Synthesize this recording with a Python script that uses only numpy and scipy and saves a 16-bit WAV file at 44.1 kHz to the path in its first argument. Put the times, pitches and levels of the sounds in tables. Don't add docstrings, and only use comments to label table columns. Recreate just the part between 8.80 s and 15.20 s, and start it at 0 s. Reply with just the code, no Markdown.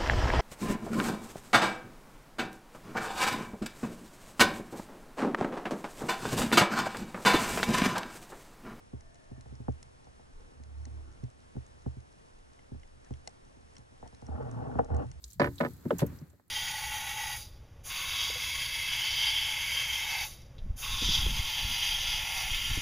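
import sys
import numpy as np
from scipy import signal
from scipy.fft import rfft, irfft, next_fast_len
from scipy.io import wavfile
from scipy.ndimage import map_coordinates

SR = 44100
rng = np.random.default_rng(int(sys.argv[2]) if len(sys.argv) > 2 else 0)


def to_wav(sig):
    pcm = np.clip(np.atleast_2d(sig), -1, 1) * 32767
    pcm = np.round(pcm).astype(np.int16)
    wavfile.write(sys.argv[1], SR, pcm.T)


N = 282240
PORTS = np.array([[.5], [-.5]])

# frequency in Hz, level in dB, t60 in seconds,
# left over right in dB, left lead in rad.
BARREL_MODES = [
    [(72.5, 0, 0.18, -4, 1.33)],
    [(121.1, 0, 0.13, -1.5, 1.43)],
    [(160.6, -0.5, 0.052, -3.5, 3.13), (251.5, 4.5, 0.052, 6, 1.935), (291, -7, 0.072, 3, 2.36),
     (398.8, -5.5, 0.054, -2.5, 1.63)],
    [(470, 4, 0.05, -0.5, 2.17), (588, -3, 0.062, 1, 2.43)],
    [(687, -1, 0.028, 11.5, 0.32), (752.3, 5, 0.033, 5, 2.4), (827.4, -6.5, 0.029, -18, 0.88)],
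    [(1107, -4, 0.017, 1.5, 2.18), (1239, -4, 0.01, -3.5, 2.47), (1463, -4, 0.014, 2.5, 3.66),
     (1624, -10.5, 0.014, 1.5, 3.6), (1820, -24.5, 0.016, 7.5, 2.32), (2860, -19, 0.0043, 2.5, 1.2)],
]


def amp(db):
    return 10 ** (np.asarray(db) / 20)


def curves(rows):
    s, *columns = np.transpose(rows)
    t = np.arange(N) / SR
    return [np.interp(t, s, column) for column in columns]


def wobble(knots_per_s):
    knots = rng.standard_normal(int(N * knots_per_s / SR) + 4)
    return map_coordinates(knots, [np.arange(N) * knots_per_s / SR])


def filtered(x, response):
    m = next_fast_len(N + SR // 2)
    return irfft(rfft(x, m) * response(np.fft.rfftfreq(m, 1 / SR)), m)[..., :N]


def band(hz, width_hz):
    x = filtered(rng.standard_normal(N), lambda f: np.exp(-((f - hz) / width_hz) ** 2))
    return x / x.std()


def ringing(modes, length_s, rise_cycles, delay_100hz_s):
    out = 0
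    for hz, db, t60_s, pan_db, lead_rad in modes:
        delay_s = delay_100hz_s * np.sqrt(100 / hz)
        t = np.maximum(np.arange(int(length_s * SR)) / SR - delay_s, 0)
        decay = amp(db + PORTS * pan_db - 60 * t / t60_s)
        rise = 1 - np.exp(-t * hz / rise_cycles)
        out = out + decay * rise * np.sin(2 * np.pi * hz * t + PORTS * lead_rad)
    return out


def barrel():
    # time in seconds, level in dB before group shares, hardness (clack over thud) in dB,
    # place (second over first group) in dB, extra on the third group in dB.
    knocks = [(0.131, -32.5, -28, 0, 2.5), (0.512, -36, -26, 0, 1), (0.575, -38, -34, -4.5, -1),
              (0.657, -44, -15.5, 1, -6), (0.72, -38, -32, 0.5, 0.5), (0.798, -37, -28, 5, 1.5),
              (0.881, -25.5, -13, 0.5, 1.5), (1.268, -56, -2.5, 4, 0), (1.394, -63.5, 5, 0, 6.5),
              (1.796, -43.5, -25, -7, -2), (2.067, -47, -15, -5, 3.5), (2.43, -28.5, -41, 7.5, -1),
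              (2.75, -41, -24, 3, 5), (2.764, -30.5, -23.5, 4.5, 1.5), (3.06, -25.5, -23, -1, -0.5),
              (3.165, -32, -51, -0.5, -1.5), (3.915, -34.5, -28.5, 1, 2), (3.943, -41, -24, 4, 1.5),
              (4.305, -30, -24, 0, -0.5), (4.473, -71, 24.5, -3, -4), (4.765, -56, -20, 0, 7),
              (4.985, -45.5, -27, 3, -2), (5.119, -57.5, -9, 0, 6), (5.226, -47, 0, -3, 0.5),
              (5.257, -54, -3, -3, 3.5), (5.326, -50, -12, -5, -2.5), (5.421, -44.5, -9, 4, 1.5),
              (5.485, -35, -16.5, -6.5, 2), (5.788, -43, -1.5, 0, -1), (5.953, -31, -11, 1, 2),
              (5.987, -34.5, 4, 0.5, 5.5), (5.991, -36, 12.5, 1, -3.5), (6.102, -29.5, -13, -3, -6),
              (6.112, -32, -15, -17, -1), (6.138, -26.5, -21, -10, -3.5)]
    blow_share_db = [-1.5, 0, 2.5, 5.5, 8, 2]
    follows_hardness = [0.14, 0.1, 0.23, 0.73, 1, 1]
    rise_cycles = [1.4, 0.56, 1.07, 0.79, 2.2, 1.4]
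    contact_s = .00009

    blows = np.zeros((len(BARREL_MODES), N))
    for s, db, hard_db, place_db, body_db in knocks:
        share_db = blow_share_db + hard_db * np.array(follows_hardness)
        share_db[:3] += [-place_db / 2, place_db / 2, body_db]
        blows[:, round(s * SR)] = amp(db + share_db)
    push = np.exp(-(np.arange(-30, 31) / SR / contact_s) ** 2)
    blows = signal.oaconvolve(blows, push[None] / push.sum(), "same", axes=1)
    rub_forces = rubbing() * rng.standard_normal(blows.shape)

    out = np.zeros((2, N))
    for modes, rise, blow, rub_force in zip(BARREL_MODES, rise_cycles, blows, rub_forces):
        ring = ringing(modes, .3, rise, delay_100hz_s=0.0033)
        peak = np.abs(ring).max()
        energy_norm = np.linalg.norm(ring) / np.sqrt(2)
        force = blow / peak + rub_force / energy_norm
        out += signal.fftconvolve(force[None], ring, axes=1)[:, :N]
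    return out


def rubbing():
    # time in seconds, level of the two low groups and of the high groups,
    # in dB before shares, strum and lumps.
    buffeting = [(0.0, -63, -67), (0.45, -62, -68), (0.74, -51, -65), (0.81, -52, -65), (0.97, -61, -67.5),
                 (1.35, -63, -71.5), (1.61, -63.5, -62), (1.84, -59, -64.5), (2.01, -48, -62),
                 (2.11, -54.5, -61.5), (2.2, -52, -60.5), (2.52, -63, -68), (2.75, -67.5, -70),
                 (3.06, -55.5, -69), (3.45, -68, -71), (4.2, -61.5, -72.5), (4.4, -66, -68),
                 (5.2, -64, -70)]
    # time in seconds, level of the first, of the second
    # and of the high groups, in dB before shares and lumps.
    strokes = [
        [(5.43, -55, -55, -63), (5.5, -46, -51, -51), (5.6, -40, -41, -45.5), (5.7, -53, -42, -48.5),
         (5.86, -54, -37, -45), (5.93, -48, -50, -46), (6.0, -48, -40, -42.5), (6.06, -49, -60, -52)],
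        [(6.075, -47, -58, -55), (6.11, -32, -35, -44.5), (6.15, -47, -42, -44.5), (6.215, -42, -43, -37.5),
         (6.245, -46, -31.5, -49), (6.27, -44.5, -48, -75), (6.36, -38, -51, -83)],
    ]
    buffet_share_db = [0, -7, -3.5, -11, -9.5, -11]
    stroke_share_db = [0, 0, 1, 0, -3, -9]
    lump_db = [2.3, 1.9, 1.26, 3.2, 3, 3]
    strum_calms_db = -10
    common_lump_db = 1.2

    def by_group(first_db, second_db, high_db, share_db):
        return amp(np.array([first_db, second_db] + [high_db] * 4) + np.c_[share_db])

    t = np.arange(N) / SR
    low_db, high_db = curves(buffeting)
    _, strum_swell_db = curves(strum_rows())
    low_db = low_db + strum_calms_db * amp(strum_swell_db)
    power = by_group(low_db, low_db, high_db, buffet_share_db) ** 2
    for stroke in strokes:
        touching = (t >= stroke[0][0]) & (t < stroke[-1][0])
        power = power + touching * by_group(*curves(stroke), stroke_share_db) ** 2
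    lumps = np.array([wobble(rate) for rate in (12, 20, 47, 49, 88, 150)])
    return np.sqrt(power) * amp(np.c_[lump_db] * lumps + common_lump_db * wobble(30))


def strum_rows():
    start_s, swell_s, hold_s, fade_s = 1.741, 0.26, 0.176, 0.2
    slip_hz, sag_hz_per_s = 36.03, 15
    edge_db = -18.5
    s = np.cumsum([start_s - .04, .04, swell_s, hold_s, fade_s, .04])
    slack_hz = slip_hz - sag_hz_per_s * fade_s
    return np.c_[s, [slip_hz] * 4 + [slack_hz] * 2, [-60, edge_db, 0, 0, edge_db, -60]]


def strum():
    multiple_db = [-38.6, -50.5]
    slip_hz, swell_db = curves(strum_rows())
    phase = 2 * np.pi * np.cumsum(slip_hz * (1 + 0.021 * wobble(24.67))) / SR
    out = 0
    for multiple, db, [(_, _, _, pan_db, lead_rad)] in zip((2, 3), multiple_db, BARREL_MODES):
        gain = amp(db + swell_db + PORTS * pan_db + 0.95 * wobble(20))
        out = out + gain * np.sin(multiple * phase + PORTS * lead_rad)
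    return out


def tick(peak_db, low_db, top_db):
    # frequency in Hz, level in dB before tick lift and scatter,
    # t60 in seconds, left lead in rad.
    housing_low = [(2104, -3.5, 0.011, 1.56), (2990, 2, 0.0035, 1.2)]
    # Hz, dB, seconds, rad.
    housing_mid = [(4400, -2.5, 0.004, 1), (5650, 0, 0.0061, 0.26)]
    # Hz, dB, seconds, rad.
    housing_high = [(6485, 2.5, 0.0049, -1.1), (7820, -4, 0.005, -0.29), (8660, -7, 0.0026, -0.61),
                    (9800, -8, 0.002, 0.39)]

    modes = []
    for group, lift_db in [(housing_low, low_db), (housing_mid, 0), (housing_high, top_db)]:
        for hz, db, t60_s, lead_rad in group:
            modes.append((hz, db + lift_db + rng.normal(0, 0.63), t60_s, 0, lead_rad))
    crackle = rng.standard_normal(220) * amp(-60 * np.arange(220) / SR / .013)
    crackle[0] = 0.76
    answer = ringing(modes, .03, rise_cycles=0.29, delay_100hz_s=0)
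    answer[:, 1:3] += amp(top_db + 0.5) * np.array([1, -1])
    ring = signal.fftconvolve(crackle[None], answer, axes=1)
    return amp(peak_db) * ring / np.abs(ring).max()


def ticks():
    # time in seconds, peak in dB, low modes and top modes in dB against the middle ones.
    clear = [(0.208, -47, -5, -4), (0.3446, -52.5, -3, 6), (0.3554, -51, -4, -9), (0.6093, -46.5, -9, 0),
             (0.754, -48.5, -10, -3), (0.922, -52, 7, 6), (1.028, -39, -8, -4.5), (1.2444, -53.5, -8, -14),
             (1.8362, -48, -12, -1), (2.0535, -40, -7, -0.5), (2.4392, -49.5, -3, -4),
             (2.5012, -51, -4, 13), (2.8649, -49.5, -12, 5), (3.2034, -55, -10, 1), (3.3204, -57, -4, 3),
             (3.7329, -54, -8, -2), (3.7913, -50.5, 11, -9), (4.0327, -49, 8, -8), (4.075, -55, -5, 0),
             (4.2466, -50, 3, 5), (4.3071, -55, 0, -1), (4.338, -44.5, 5.5, -15),
             (4.4748, -27.5, -7.5, -2.5), (4.4934, -51, -8, 10), (4.9543, -49.5, 3, 4),
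             (4.9665, -40, 1.5, -9), (4.982, -46, -9, 5), (5.2758, -45, 2, 3), (5.348, -46, -8, 0),
             (5.4166, -53, -4, 2), (5.466, -45, -8, -8), (5.7134, -43.5, -1, 7), (5.989, -49.5, -8, -6),
             (6.046, -47.5, -19, 10), (6.146, -46, -4, 0), (6.1657, -46, -3, 11), (6.315, -41.5, -4, -6)]
    far = [(u * N / SR, -62 + 7 * v, -4.5, -1.5) for u, v in rng.random((40, 2))]
    out = np.zeros((2, N + SR))
    for s, *strength_db in list(clear) + far:
        ring = tick(*strength_db)
        start = round(s * SR)
        out[:, start:start + ring.shape[1]] += ring
    return out[:, :N]


def squeaks():
    # start in seconds, length in seconds, centre in Hz, width in Hz,
    # level in dB before swell and port gains.
    creeps = [(0.14, 0.57, 650, 71, -71), (.15, 0.59, 1770, 120, -76.5), (2.01, 0.36, 320, 70, -66),
              (2.21, 0.2, 1430, 199.2, -75), (4.247, 0.04, 1680, 300, -69), (5.225, 0.054, 1790, 400, -71),
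              (5.226, 0.057, 780, 160, -59.5), (1.55, 0.22, 475, 80, -69.5), (6.172, 0.071, 2730, 300, -71)]
    t, out = np.arange(N) / SR, 0
    for s, length_s, hz, width_hz, db in creeps:
        progress = np.clip((t - s) / length_s, 0, 1)
        swell = np.sqrt(np.sin(np.pi * progress).clip(0))
        out = out + amp(db) * swell * band(hz, width_hz)
    return out * np.array([[1.6], [.4]])


def sway():
    # centre in seconds, rms at the centre in dB, added as gain to the wandering level.
    swells = [(.25, -61), (.4, -63), (.9, -65), (1.62, -53.5), (2.25, -57), (2.8, -60), (4.05, -60.5),
              (4.37, -60.5), (6.05, -53), (6.25, -54)]
    level_db, wander_db, swell_s = -67, 5, 0.08
    t = np.arange(N) / SR
    gain = amp(level_db + wander_db * wobble(12))
    for s, db in swells:
        gain = gain + amp(db) * np.exp(-((t - s) / swell_s) ** 2)
    return gain * band(24, 17.6) * np.ones((2, 1))


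def hiss():
    # frequency in Hz, relative spectral level in dB, left-right likeness 0-1, left lead in rad.
    spectrum = [(15, -12, 1, -6), (45, -2.5, 0.9, 0.5), (131, -6.5, 1, 1), (236, -8.5, 0.6, 2.5),
                (517, -8.5, 0.76, 3), (950, -11.5, 0.98, 2.5), (1850, -19, 0.59, 4), (3370, -25.5, 0.26, 2),
                (4670, -28, 0.94, 1.5), (5620, -25.5, 1, 1.66), (6860, -30.5, 0.36, 0.5),
                (7650, -30.5, 1, 1), (11900, -34.5, 1, 1)]
    f, db, likeness, lead_rad = np.transpose(spectrum)

    def at(values, hz):
        return np.interp(np.log(hz + 1), np.log(f + 1), values)

    def alike(hz):
        return np.clip(at(likeness, hz), 0, 1)

    def shared_response(hz):
        turn = np.exp(1j * PORTS * at(lead_rad, hz))
        return amp(at(db, hz)) * np.sqrt(alike(hz)) * turn

    def own_response(hz):
        return amp(at(db, hz)) * np.sqrt(1 - alike(hz))

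    shared = filtered(rng.standard_normal(N), shared_response)
    own = filtered(rng.standard_normal((2, N)), own_response)
    return amp(-38 + 0.66 * wobble(9.1)) * (shared + own)


def scene():
    return barrel() + strum() + ticks() + squeaks() + sway() + hiss()


def record(dry):
    top_hz = 11150
    return filtered(dry, lambda hz: hz < top_hz)


dry = scene()
out = record(dry)
to_wav(out)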